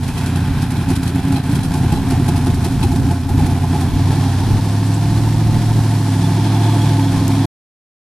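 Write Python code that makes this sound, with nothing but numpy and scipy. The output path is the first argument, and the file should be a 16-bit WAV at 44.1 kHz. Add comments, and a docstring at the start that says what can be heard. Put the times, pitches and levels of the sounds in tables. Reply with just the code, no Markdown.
"""A turbocharged V8 pickup drives away down a tree-lined street, heard from behind.
For four seconds the engine stutters, its exhaust chugging, barking and spitting; then it pulls cleanly
at higher revs. Uneven firings boom and ring in the pipe, gas hisses out and loose metal rattles.
Houses echo, faint chirps and ticks come through, and wind nudges the microphone of a hand-held camera.
At the end the sound cuts off."""
import sys
import numpy as np
from scipy import signal
from scipy.fft import rfft, irfft, next_fast_len
from scipy.io import wavfile
from scipy.ndimage import uniform_filter1d, minimum_filter1d

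SR = 44100
rng = np.random.default_rng(int(sys.argv[2]) if len(sys.argv) > 2 else 0)


def persist_wave(psi):
    """Save psi, clipped to +-1, as 16-bit WAV."""
    counts = np.round(np.clip(psi, -1, 1) * 32767).astype(np.int16)
    wavfile.write(sys.argv[1], SR, np.atleast_2d(counts).T)


N = 356306
TIME = np.arange(N) / SR

# Engine speed. Each row: time in seconds, firings per second.
FIRING_RATE = [(0, 88.84), (.5, 88.7), (1.5, 84.83), (2.25, 89.33), (2.75, 86.42), (3.2, 88.62),
               (3.45, 92.28), (3.75, 89.18), (4.17, 98.97), (4.37, 94.35), (4.62, 102.49), (5.25, 109.02),
               (5.75, 109.52), (6.17, 103.34), (6.62, 108.15), (6.9, 106.09), (7.2, 103.38), (7.45, 105.06)]
# How roughly the engine runs. Each row: time in seconds, stutter from 0 (even) to 1 (ragged).
ROUGHNESS = [(0, 0.36), (0.301, 0.58), (1.1, 0.69), (2.15, 0.52), (2.9, 0.51), (3.5, 0.58), (4.4, 0.091),
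             (4.75, 0.094)]
# How hard the engine works. Each row: time in seconds, effort in dB.
ENGINE_EFFORT = [(0, 2), (0.399, -1.5), (1, -1), (1.6, 1), (2.199, 3.5), (2.9, -1.5), (3.5, 3.5), (4.15, 2),
                 (4.7, -5.5), (6.1, -3.5), (6.35, -0.5), (6.7, 2.5), (7.1, 0), (7.45, 1)]
# The cylinders in firing order; their two banks reach the tailpipe unevenly.
# Each row: delay in firing intervals, boom in dB, rasp in dB.
CYLINDER_BEAT = [(-0.056, -0.5, -0.5), (0.0515, -0.5, -2.5), (-0.201, 3, 1.5), (0.042, -2, 2),
                 (0.0514, 1, -1), (-0.046, 4, 1.5), (0.254, -4.5, -0.5), (-0.097, 2.5, 2.5)]
# Extra hard firings. Each row: time in seconds, then bark, spit and clack, each in dB.
HARD_FIRINGS = [(.084, -46, -39, -44), (.184, -36, -41, -40), (.266, -45, -35, -36),
                (.364, -32.5, -37, -39), (.623, -42.5, -30, -41), (.711, -38.5, -33, -43.5),
                (.769, -31.5, -40.5, -37.5), (0.894, -27, -30.5, -36.5), (.961, -48.5, -28.5, -36.5),
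                (1.037, -41, -32.5, -39.5), (1.079, -44, -29.5, -33.5), (1.153, -40, -36, -43),
                (1.326, -32, -33, -44), (1.368, -27.5, -37, -32), (1.519, -32, -36, -35.5),
                (1.558, -41, -37, -37), (1.638, -38.5, -30.5, -33), (1.744, -29, -35.5, -45),
                (1.78, -34.5, -45.5, -48.5), (1.926, -23.5, -32.5, -34), (1.968, -26, -40.5, -37),
                (2.107, -29, -34, -38), (2.287, -25.5, -31.5, -30), (2.368, -39, -33.5, -43),
                (2.467, -27, -41.5, -44), (2.55, -47, -33, -41), (2.646, -25, -28, -34),
                (2.835, -21, -33, -30.5), (2.92, -26, -35, -41), (3.106, -26.5, -51, -47),
                (3.295, -26.5, -39, -52), (3.4, -25, -41, -53), (3.465, -31, -39, -48),
                (3.645, -29, -52, -45), (3.752, -23, -38, -45), (3.81, -30, -34, -41)]
# The engine misses. Each row: time in seconds, dip in dB, half length in seconds.
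MISFIRES = [(0.08, 6, 0.092), (.68, 3, .022), (0.863, 3.5, .02), (0.988, 3, 0.021), (1.225, 4.5, 0.018),
            (1.413, 5, 0.018), (1.652, 4.5, 0.037), (2, 4.5, .025), (2.562, 6.5, .009), (2.7, 2.5, 0.014),
            (3.014, 4.5, 0.0067), (3.233, 6, 0.04), (3.67, 3.5, 0.016), (3.92, 3, 0.028)]
# How the exhaust shapes one firing. Each row: frequency in Hz, gain in dB.
EXHAUST_SHAPE = [(25, -35.5), (60, -7.5), (80, -5.5), (100, 1.5), (122, -0.5), (145, 4), (175, 2),
                 (210, -8), (235, -8), (268, 1), (305, -11), (380, -28), (470, -32), (600, -35.5),
                 (1200, -47), (8000, -103.5)]
# Where the tailpipe rings. Each row: pitch in Hz, width in Hz, gain in dB.
PIPE_RINGS = [(374, 115, -1.5), (707.6, 43.4, 3), (785, 75, 2), (849, 63, 2), (1015, 89, -5)]
# The low tones of steady running, and the high ones that sing when the turbo is pushing (boost).
# Each row: multiple of the engine cycle rate (a cycle is eight firings), relative level in dB.
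DRONE_TONES = [(3, -26), (4, -32.5), (5, -21), (6, -37), (7, -29), (8, -3), (9, -20.5), (10, -11.5),
               (11, -6), (12, -18.5), (13, -9.5), (14, -16.5), (15, -24.5), (16, -12), (17, -31.5),
               (18, -16), (19, -20.5), (20, -16.5), (21, -12), (22, -18.5), (23, -19.5), (24, -18.5),
               (25, -21), (26, -28.5), (27, -34), (28, -33), (36, -38.5), (37, -34), (38, -33), (40, -35.5)]
SINGING_TONES = [(51, -8.5), (52, 4), (53, -6.5), (54, -9), (58, -16), (60, -11), (65, 0), (66, -6.5),
                 (68, -7.5), (70, 0.5), (76, -11), (79, -7), (81, -5)]
# The clean hum at the firing rate, the once-a-cycle chug and the pipe's hollow note.
# Each row: time in seconds, base level in dB.
HUM_LEVEL = [(0, -42), (.35, -18), (.7, -32.5), (2.2, -35), (2.6, -23), (3.5, -19.5), (4.1, -26),
             (4.6, -24.5), (7.45, -32.5)]
CHUG_LEVEL = [(0, -32), (.55, -34), (.9, -29), (1.4, -30.5), (2.3, -25), (2.8, -29), (3.2, -28.5),
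              (4.1, -27), (4.8, -31), (7.45, -24.5)]
HOLLOW_LEVEL = [(0, -20.5), (.4, -21), (1.1, -23.5), (2.2, -21.5), (3.3, -19), (3.8, -26), (4.4, -34),
                (4.8, -60)]
# The hollow note's two beats. Each row: place in the cycle in firing intervals, gain in dB.
HOLLOW_BEATS = [(4.5, 0), (7.3, -1.7)]
# Heavy chugs on that note. Each row: time in seconds, level in dB, half length in seconds.
HOLLOW_CHUGS = [(0.914, -19.5, 0.019), (1.331, -18, 0.027), (1.514, -19.5, .018), (1.928, -22, 0.011),
                (2.113, -22, 0.02), (2.294, -22, .012), (2.356, -20.5, 0.011), (2.432, -17.5, 0.011),
                (2.616, -20.5, 0.013), (2.838, -19, 0.018), (3.074, -18, 0.01), (3.12, -20, .013),
                (3.364, -21, .016), (3.424, -18, .014), (3.964, -20.5, 0.011)]
# Gas noise of a hard firing, of the stutter and of boost. Each row: frequency in Hz, gain in dB.
SPIT_SHAPE = [(600, 0.5), (1500, -0.5), (3000, 0.5), (4200, 5.5), (6000, 0.5), (7500, 1.5), (9800, 4.5),
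              (11300, 0), (14000, -11)]
CHUFF_SHAPE = [(500, 3.5), (1000, 3.5), (1250, 6.5), (1550, 11.5), (2050, 1.5), (2500, 7), (2900, -0.5),
               (3250, 2), (4100, -1), (6600, -16.5), (9500, -13), (11300, -10.5), (14000, -26.5)]
HISS_SHAPE = [(300, 0), (1000, 11.5), (1250, 4.5), (1700, 6), (2150, 0.5), (2850, 0), (3400, 0), (3800, 1),
              (4250, 0.5), (5600, -1), (6600, -5), (10300, -5.5), (14000, -17.5)]
# Ringing loose metal, and the turbo's breath. Each row: pitch in Hz, width in Hz, relative level in dB.
METAL_RINGS = [(1540, 180, -5), (2552, 150, 3.5), (3240, 220, 0), (4035, 170, 0), (5230, 300, -3.5)]
TURBO_BANDS = [(1780, 340, -3), (2280, 530, 0), (3334, 380, 1), (4150, 190, -2.5)]
# Faint chirps. Each row: time in seconds, level in dB, pitch in Hz, half length in seconds.
FAINT_CHIRPS = [(.095, -41, 2580, 0.026), (6.255, -37, 3460, 0.012), (6.557, -38.5, 3470, .01),
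                (6.685, -40.5, 3300, .01), (6.735, -40, 3360, .01), (6.815, -36.5, 3330, 0.016),
                (7.042, -38.5, 3290, .01), (7.085, -38.5, 3460, .01)]
# The wind's rumble. Each row: frequency in Hz, gain in dB.
WIND_SHAPE = [(3, -42), (14, -7), (25, -1.5), (50, 5), (100, 7), (300, -18.5), (1000, -44.5)]
# Gusts. Each row: time in seconds, strength in dB, half length in seconds.
WIND_GUSTS = [(.42, -46, 0.17), (1.307, -33, 0.033), (1.59, -28, 0.086), (1.976, -26, 0.26),
              (3.026, -22.5, 0.052), (3.42, -24, 0.17), (4.526, -21.5, 0.066), (5.55, -23, 0.11),
              (5.775, -23.5, 0.054), (7.161, -26, 0.046)]
# Sharp ticks. Each row: start in seconds, level in dB, pitch in Hz, width in Hz, decay in seconds.
SHARP_TICKS = [(4.865, -34, 7950, 600, 0.014), (4.94, -30, 7770, 700, 0.013),
               (7.28, -16, 8500, 7000, 0.0013)]

BOOM_DB, RASP_DB, HISS_DB = -12.9, -31.5, -32.5  # base levels, before effort and stutter
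THROB_DB, SING_DB, WHISTLE_DB = -30, -33.5, -38.5  # base levels of the sounds that come with boost


def truck(bark_hz=845, turbulence=1.87, puff_s=.017):
    """Firings boom and ring in the exhaust, and a puff of gas follows each. Effort drives the levels."""
    firing_hz, stutter, effort_db = curve(FIRING_RATE), curve(ROUGHNESS), curve(ENGINE_EFFORT)
    sag_db = -sum(depth_db * swell(s, length) for s, depth_db, length in MISFIRES)
    boom_db = BOOM_DB + .25 * effort_db + sag_db - 4.5 * stutter
    rasp_db = RASP_DB + .72 * effort_db + .87 * sag_db - 3 * stutter
    hiss_db = HISS_DB + .3 * effort_db + .74 * sag_db
    # a running count of firings; the crank turns less evenly in the stutter
    fired = -.87 + np.cumsum(firing_hz) / SR + .018 * np.sqrt(stutter) * drift(25)
    bark, spit, clack, push = hard_firings()
    thumps, cracks = firings(fired, stutter, surge=np.sqrt(bark / bark.max()))
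    boom = exhaust_boom(thumps, fired, stutter) * from_db(boom_db) + hollow_note(fired, sag_db)
    chug = whoop(fired, firing_hz, at=.094, hz=342, rise_hz_per_s=3800, half_s=.0096,
                 phase_spread=.22 + stutter)
    chug *= np.hypot(from_db(curve(CHUG_LEVEL) + 2 * sag_db), push)
    throb = whoop(fired, firing_hz, at=1.1, hz=893, rise_hz_per_s=2700, half_s=.0086, phase_spread=.56)
    throb *= from_db(THROB_DB + .7 * effort_db)
    puffs = level_out(add_tail(cracks, puff_s))
    blast = level_out(cracks) + turbulence * puffs * rng.standard_normal(N)
    # high tones swell as the revs carry them to a pitch where the pipe rings
    song = normalize(tailpipe(engine_tones(fired, SINGING_TONES, waver_db=2)))
    song *= from_db(SING_DB + .41 * effort_db)
    rasp = level_out(tailpipe(blast)) * np.hypot(from_db(rasp_db), bark * from_db(-7.5))
    bark_ring = tone(bark_hz, wobble=.02785, rate=130) * bark * from_db(-2)
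    boost = 1 - stutter
    pipe = boom + chug + rasp + bark_ring + (song + throb) * boost ** 3
    gas = exhaust_gas(puffs, stutter, hiss_db, spit)
    return pipe + gas + rattle(puffs, stutter, clack) + turbo(effort_db, boost, puffs)


def firings(fired, stutter, surge, jitter=.062, surge_db=3):
    """Eight cylinders fire in turn, less evenly in the stutter. Gives pulses for boom and for rasp."""
    number = np.arange(int(fired[-1]) - 1)
    lag, boom_db, rasp_db = np.array(CYLINDER_BEAT)[number % len(CYLINDER_BEAT)].T
    time_luck, strength_luck, rasp_luck = rng.standard_normal((len(number), 3)).T
    ragged, hard = np.interp(number, fired, stutter), np.interp(number, fired, surge)
    at = np.interp(number + lag + jitter * np.sqrt(ragged) * time_luck, fired, np.arange(N))
    strength_db = (1 + 5 * np.sqrt(ragged)) * np.minimum(strength_luck, .6) + surge_db * hard
    thumps = from_db(strength_db + boom_db * (1 + ragged))
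    cracks = from_db(strength_db / 3 + rasp_db * (1.5 - .67 * ragged) + 2.5 * rasp_luck)
    # each pulse is shared between the two nearest samples
    whole, part = at.astype(int), at % 1
    return [np.bincount(whole, size * (1 - part), N) + np.bincount(whole + 1, size * part, N)
            for size in (thumps, cracks)]


def hard_firings(bark_lag_s=.0045, push_lag_s=.015):
    """Loudness curves for a hard firing's round bark, spit of gas, metal clack and push on the chug."""
    bark = spit = clack = push = 0
    for s, bark_db, spit_db, clack_db in HARD_FIRINGS:
        bark += from_db(bark_db) * swell(s + bark_lag_s, .0105)
        spit += from_db(spit_db) * flare(s, rise_s=.002, decay_s=.0135)
        clack += from_db(clack_db) * flare(s, rise_s=.002, decay_s=.018)
        push += from_db(bark_db) * swell(s + push_lag_s, .02)
    return bark, spit, clack, push


def exhaust_boom(thumps, fired, stutter, settle_below=.25):
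    """The exhaust's low voice: lumpy thumps give way to a clean drone as the stutter dies down."""
    lumps = level_out(colour(thumps, EXHAUST_SHAPE))
    lumps *= stutter ** .6 * np.minimum(stutter / settle_below, 1)
    drone = engine_tones(fired, DRONE_TONES, waver_db=3) * (1 - stutter) * from_db(-2.5)
    # the pipe lifts whichever tone passes through its resonance, more so under load
    drone += resonate(drone, hz=272, width=9) * from_db(-5 + .3 * curve(ENGINE_EFFORT))
    hum = np.sqrt(2) * np.cos(2 * np.pi * fired) * from_db(curve(HUM_LEVEL) - BOOM_DB)
    return -level_out(lumps + drone + hum)


def engine_tones(fired, table, waver_db, smear=.06):
    """Clean multiples of the engine cycle, timed by the cylinders' uneven beat. Weak ones waver most."""
    lag, boom_db, _ = np.transpose(CYLINDER_BEAT)
    count = len(CYLINDER_BEAT)
    moments = (np.arange(count) + lag) / count
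    cycle, out = fired / count, 0
    for multiple, db in table:
        phase = np.angle(np.sum(from_db(boom_db) * np.exp(-2j * np.pi * multiple * moments)))
        # the pipe smears the timing of tones above twice the firing rate
        phase -= smear * max(multiple - 2 * count, 0) ** 2
        drift_db = waver_db * np.clip(.3 - db / 20, .3, 1) * drift(9)
        out += from_db(db + drift_db) * np.cos(2 * np.pi * multiple * cycle + phase)
    return normalize(out)


def hollow_note(fired, sag_db, hz=265, beat_width=.92):
    """The uneven banks sound the pipe's hollow note twice a cycle; heavy chugs boom on it too."""
    count, beats = len(CYLINDER_BEAT), 0
    for at, db in HOLLOW_BEATS:
        firings_away = (fired - at + count / 2) % count - count / 2
        beats += from_db(db) * np.exp(-.5 * (firings_away / beat_width) ** 2)
    beats *= from_db(curve(HOLLOW_LEVEL) + sag_db)
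    heavy = sum(from_db(db) * swell(s, length) for s, db, length in HOLLOW_CHUGS)
    return tone(hz, wobble=.02006, rate=40) * np.hypot(beats, heavy)


def whoop(fired, firing_hz, at, hz, rise_hz_per_s, half_s, phase_spread, scatter_db=2):
    """A short rising ring of the exhaust, `at` firings into every cycle, a bit different each time."""
    count = len(CYLINDER_BEAT)
    cycle, place = np.divmod(fired - at + count / 2, count)
    age = (place - count / 2) / firing_hz
    phase_luck, level_luck = rng.standard_normal((N // 1000, 2))[cycle.astype(int)].T
    phase = 2 * np.pi * (hz + rise_hz_per_s * age / 2) * age + phase_spread * phase_luck
    loudness = from_db(scatter_db * level_luck) * np.exp(-.5 * (age / half_s) ** 2)
    return np.sqrt(2) * loudness * np.cos(phase)


def tailpipe(x):
    """The metal pipe rings at a few pitches and muffles what lies between them."""
    return sum(from_db(db) * resonate_twice(x, hz, width) for hz, width, db in PIPE_RINGS)


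def exhaust_gas(puffs, stutter, hiss_db, spit, sputter_db=-48.5):
    """Gas leaves the pipe in puffs: it chuffs and spits in the stutter and hisses under boost."""
    # the highest noise is the least alike in left and right
    gas = stereo_noise([(400, -13), (1000, -19.5), (2000, -17), (4000, -5.5), (12000, -2)])
    gas *= level_out(puffs + .94)  # puffs on top of a smooth flow
    chuff, hiss, crack = (normalize(colour(gas, shape))
                          for shape in (CHUFF_SHAPE, HISS_SHAPE, SPIT_SHAPE))
    # the top of the hiss wanders by about 1 dB
    hiss += resonate(hiss, hz=9000, width=6000) * (from_db(drift(4)) - 1)
    flow = stutter * driving_off(start_db=1) * chuff + (1 - stutter) * from_db(3) * hiss
    # each spit is a cluster of fine crackles; stray sputters fall in between
    spits = spit * from_db(3) * crackle(per_s=1600, decay_s=.0022, scatter_db=2.5)
    sputter = stutter * from_db(sputter_db) * crackle(per_s=30, decay_s=.0064, scatter_db=1.5)
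    return flow * from_db(hiss_db) + crack * (spits + sputter)


def rattle(puffs, stutter, clack):
    """Ragged firings shake loose metal into short rings; hard firings make it clack."""
    knocks = rng.standard_normal((2, N)) * puffs
    rings = flickering_bands(knocks, METAL_RINGS, flicker_db=3, rate=13)
    return rings * stutter * np.hypot(driving_off(start_db=-41), clack * from_db(8))


def turbo(effort_db, boost, puffs):
    """The turbo's breathy, pulsing whistle grows with effort once the boost is up."""
    air = stereo_noise([(2000, -8), (4000, -3)]) * puffs
    whistle = flickering_bands(air, TURBO_BANDS, flicker_db=1, rate=14)
    return whistle * boost ** 2 * from_db(WHISTLE_DB + effort_db)


def driving_off(start_db, db_per_s=-2.14):
    """A falling gain: the chuffing and rattling fade as the truck drives away."""
    return from_db(start_db + db_per_s * TIME)


def street(x, echo_db=-16, die_away_s=.51, dull_hz=1500, count=60):
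    """House fronts, trees and a parked car throw back scattered, dull echoes."""
    delay, size = rng.uniform(.013, .35, count), rng.standard_normal(count)
    echoes = np.bincount((delay * SR).astype(int), size * from_db(-60 * delay / die_away_s))
    wet = signal.fftconvolve(x, echoes[None] / np.linalg.norm(echoes), axes=-1)[:, :N]
    return x + from_db(echo_db) * signal.sosfilt(signal.butter(1, dull_hz, fs=SR, output="sos"), wet)


def wind(rumble_db=-1, knock_db=-17):
    """A breeze rumbles on the microphone, and the hardest gusts knock on it."""
    calm_db = -12 * swell(6.5, .62)  # one calm spell near the end
    breeze = from_db(-25 - 3.5 * drift(5.6) + calm_db)
    gusts = sum(from_db(db) * swell(s, length) for s, db, length in WIND_GUSTS)
    rumble = normalize(colour(stereo_noise([(20, -23.5), (200, -8.5)]), WIND_SHAPE))
    rumble *= np.hypot(breeze, gusts) * from_db(rumble_db)
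    knock_shape = [(4, -34.5), (18, 1), (45, -13), (120, 1.5), (300, -15), (900, -36.5), (3000, -54)]
    knocks = normalize(colour(stereo_noise([(20, -10), (300, -16)]), knock_shape))
    return rumble + knocks * (gusts / gusts.max()) ** 2 * from_db(knock_db)


def chirps():
    """Thin, bird-like chirps: short swells of a wobbling note."""
    return sum(from_db(db) * swell(s, length) * tone(hz, wobble=.022, rate=500)
               for s, db, hz, length in FAINT_CHIRPS)


def ticks():
    """Bright ticks: bursts of high noise that die away at once."""
    out = 0
    for s, db, hz, width, decay in SHARP_TICKS:
        shape = (TIME >= s) * np.exp(-np.abs(TIME - s) / decay)
        out += from_db(db) * shape * normalize(resonate(rng.standard_normal((2, N)), hz, width))
    return out


def microphone(x, lag_samples=.64, right_louder_db=.84):
    """The sound reaches the right side a moment after the left, and slightly louder."""
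    size = next_fast_len(N + 2)
    delay = np.exp(-2j * np.pi * np.fft.rfftfreq(size) * lag_samples)
    right = irfft(rfft(x[1], size) * delay, size)[:N]
    return np.array([x[0] * from_db(-right_louder_db / 2), right * from_db(right_louder_db / 2)])


def from_db(db):
    """Turn decibels into a gain."""
    return 10 ** (np.asarray(db) / 20)


def curve(table):
    """Join (seconds, value) rows with straight lines, giving a value for every sample."""
    return np.interp(TIME, *np.transpose(table))


def normalize(x):
    """Scale to an average level (rms) of 1."""
    return x / np.sqrt(np.mean(x ** 2))


def level_out(x):
    """Hold the level near 1 over every half second, keeping the quick throb."""
    return x / np.sqrt(uniform_filter1d(x ** 2, SR // 2) + 1e-18)


def colour(x, points, size=8192):
    """Filter a sound so that its lows and highs follow the (Hz, dB) points."""
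    hz, db = np.transpose(points)
    log_hz = np.log(np.fft.rfftfreq(size, 1 / SR) + 1)
    log_gain = np.log(from_db(np.interp(log_hz, np.log(hz), db)))
    # these steps make the filter ring only after a sound, never before it
    cepstrum = irfft(log_gain)[:size // 2]
    cepstrum[1:] *= 2
    response = irfft(np.exp(rfft(cepstrum, size)))
    return signal.fftconvolve(x, response.reshape((1,) * (x.ndim - 1) + (-1,)), axes=-1)[..., :N]


def resonate(x, hz, width):
    """Keep the sound near one pitch; the width is in Hz."""
    return signal.lfilter(*signal.iirpeak(hz, hz / width, fs=SR), x)


def resonate_twice(x, hz, width):
    """Two passes, so less gets through away from the pitch."""
    return resonate(resonate(x, hz, width), hz, width)


def flickering_bands(x, bands, flicker_db, rate):
    """Pick bands out of a noise and let each swell and fade at its own moments."""
    return normalize(sum(from_db(db + flicker_db * drift(rate)) * normalize(resonate_twice(x, hz, width))
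                         for hz, width, db in bands))


def add_tail(x, seconds):
    """Give every pulse a tail that dies away."""
    return signal.lfilter([1], [1, -np.exp(-1 / (seconds * SR))], x)


def swell(s, half_s):
    """A bell-shaped rise and fall around time s."""
    return np.exp(-.5 * np.minimum(((TIME - s) / half_s) ** 2, 100))


def flare(s, rise_s, decay_s):
    """A burst around time s that starts sharply and dies away."""
    age = np.clip(TIME - s + decay_s / 2, 0, 1)
    return (1 - np.exp(-age / rise_s)) * np.exp(-age / decay_s)


def crackle(per_s, decay_s, scatter_db):
    """A loudness curve made of tiny random bursts."""
    hits = (rng.random(N) < per_s / SR) * from_db(scatter_db * np.minimum(rng.standard_normal(N), 1))
    return normalize(add_tail(hits, decay_s))


def drift(rate):
    """A random wander of about 1 either way, turning `rate` times a second."""
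    knots = rng.standard_normal(int(rate * N / SR) + 2)
    return 1.358 * np.interp(TIME * rate, np.arange(len(knots)), knots)


def tone(hz, wobble, rate):
    """A note whose pitch wobbles by the given share."""
    return np.sqrt(2) * np.sin(2 * np.pi * np.cumsum(hz * (1 + wobble * drift(rate))) / SR)


def stereo_noise(side_shape):
    """Left and right noise; the (Hz, dB) points say how much the two sides differ."""
    middle, side = rng.standard_normal((2, N))
    return middle + np.array([[1], [-1]]) * colour(side, side_shape)


def scene(whine_hz=12329, whine_db=-60):
    """The truck and the chirps in the street, with wind, ticks and the camera's thin whine."""
    whine = from_db(whine_db) * normalize(np.sin(2 * np.pi * whine_hz * TIME))
    return microphone(street(truck() + chirps())) + wind() + ticks() + whine


def record(dry, end_s=7.457, ceiling=.8, top_hz=14400):
    """The camera blocks the lowest rumble, stops abruptly, turns down loud peaks and cuts the top."""
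    running = np.clip((end_s - TIME) / .004, 0, 1)
    x = signal.sosfilt(signal.butter(1, 10, "high", fs=SR, output="sos"), dry) * running
    needed_gain = ceiling / np.maximum(np.abs(x).max(axis=0), ceiling)
    smooth_gain = uniform_filter1d(minimum_filter1d(needed_gain, size=700), size=700)
    return signal.sosfilt(signal.ellip(10, .2, 80, top_hz, fs=SR, output="sos"), x * smooth_gain)


dry = scene()
out = record(dry)
persist_wave(out)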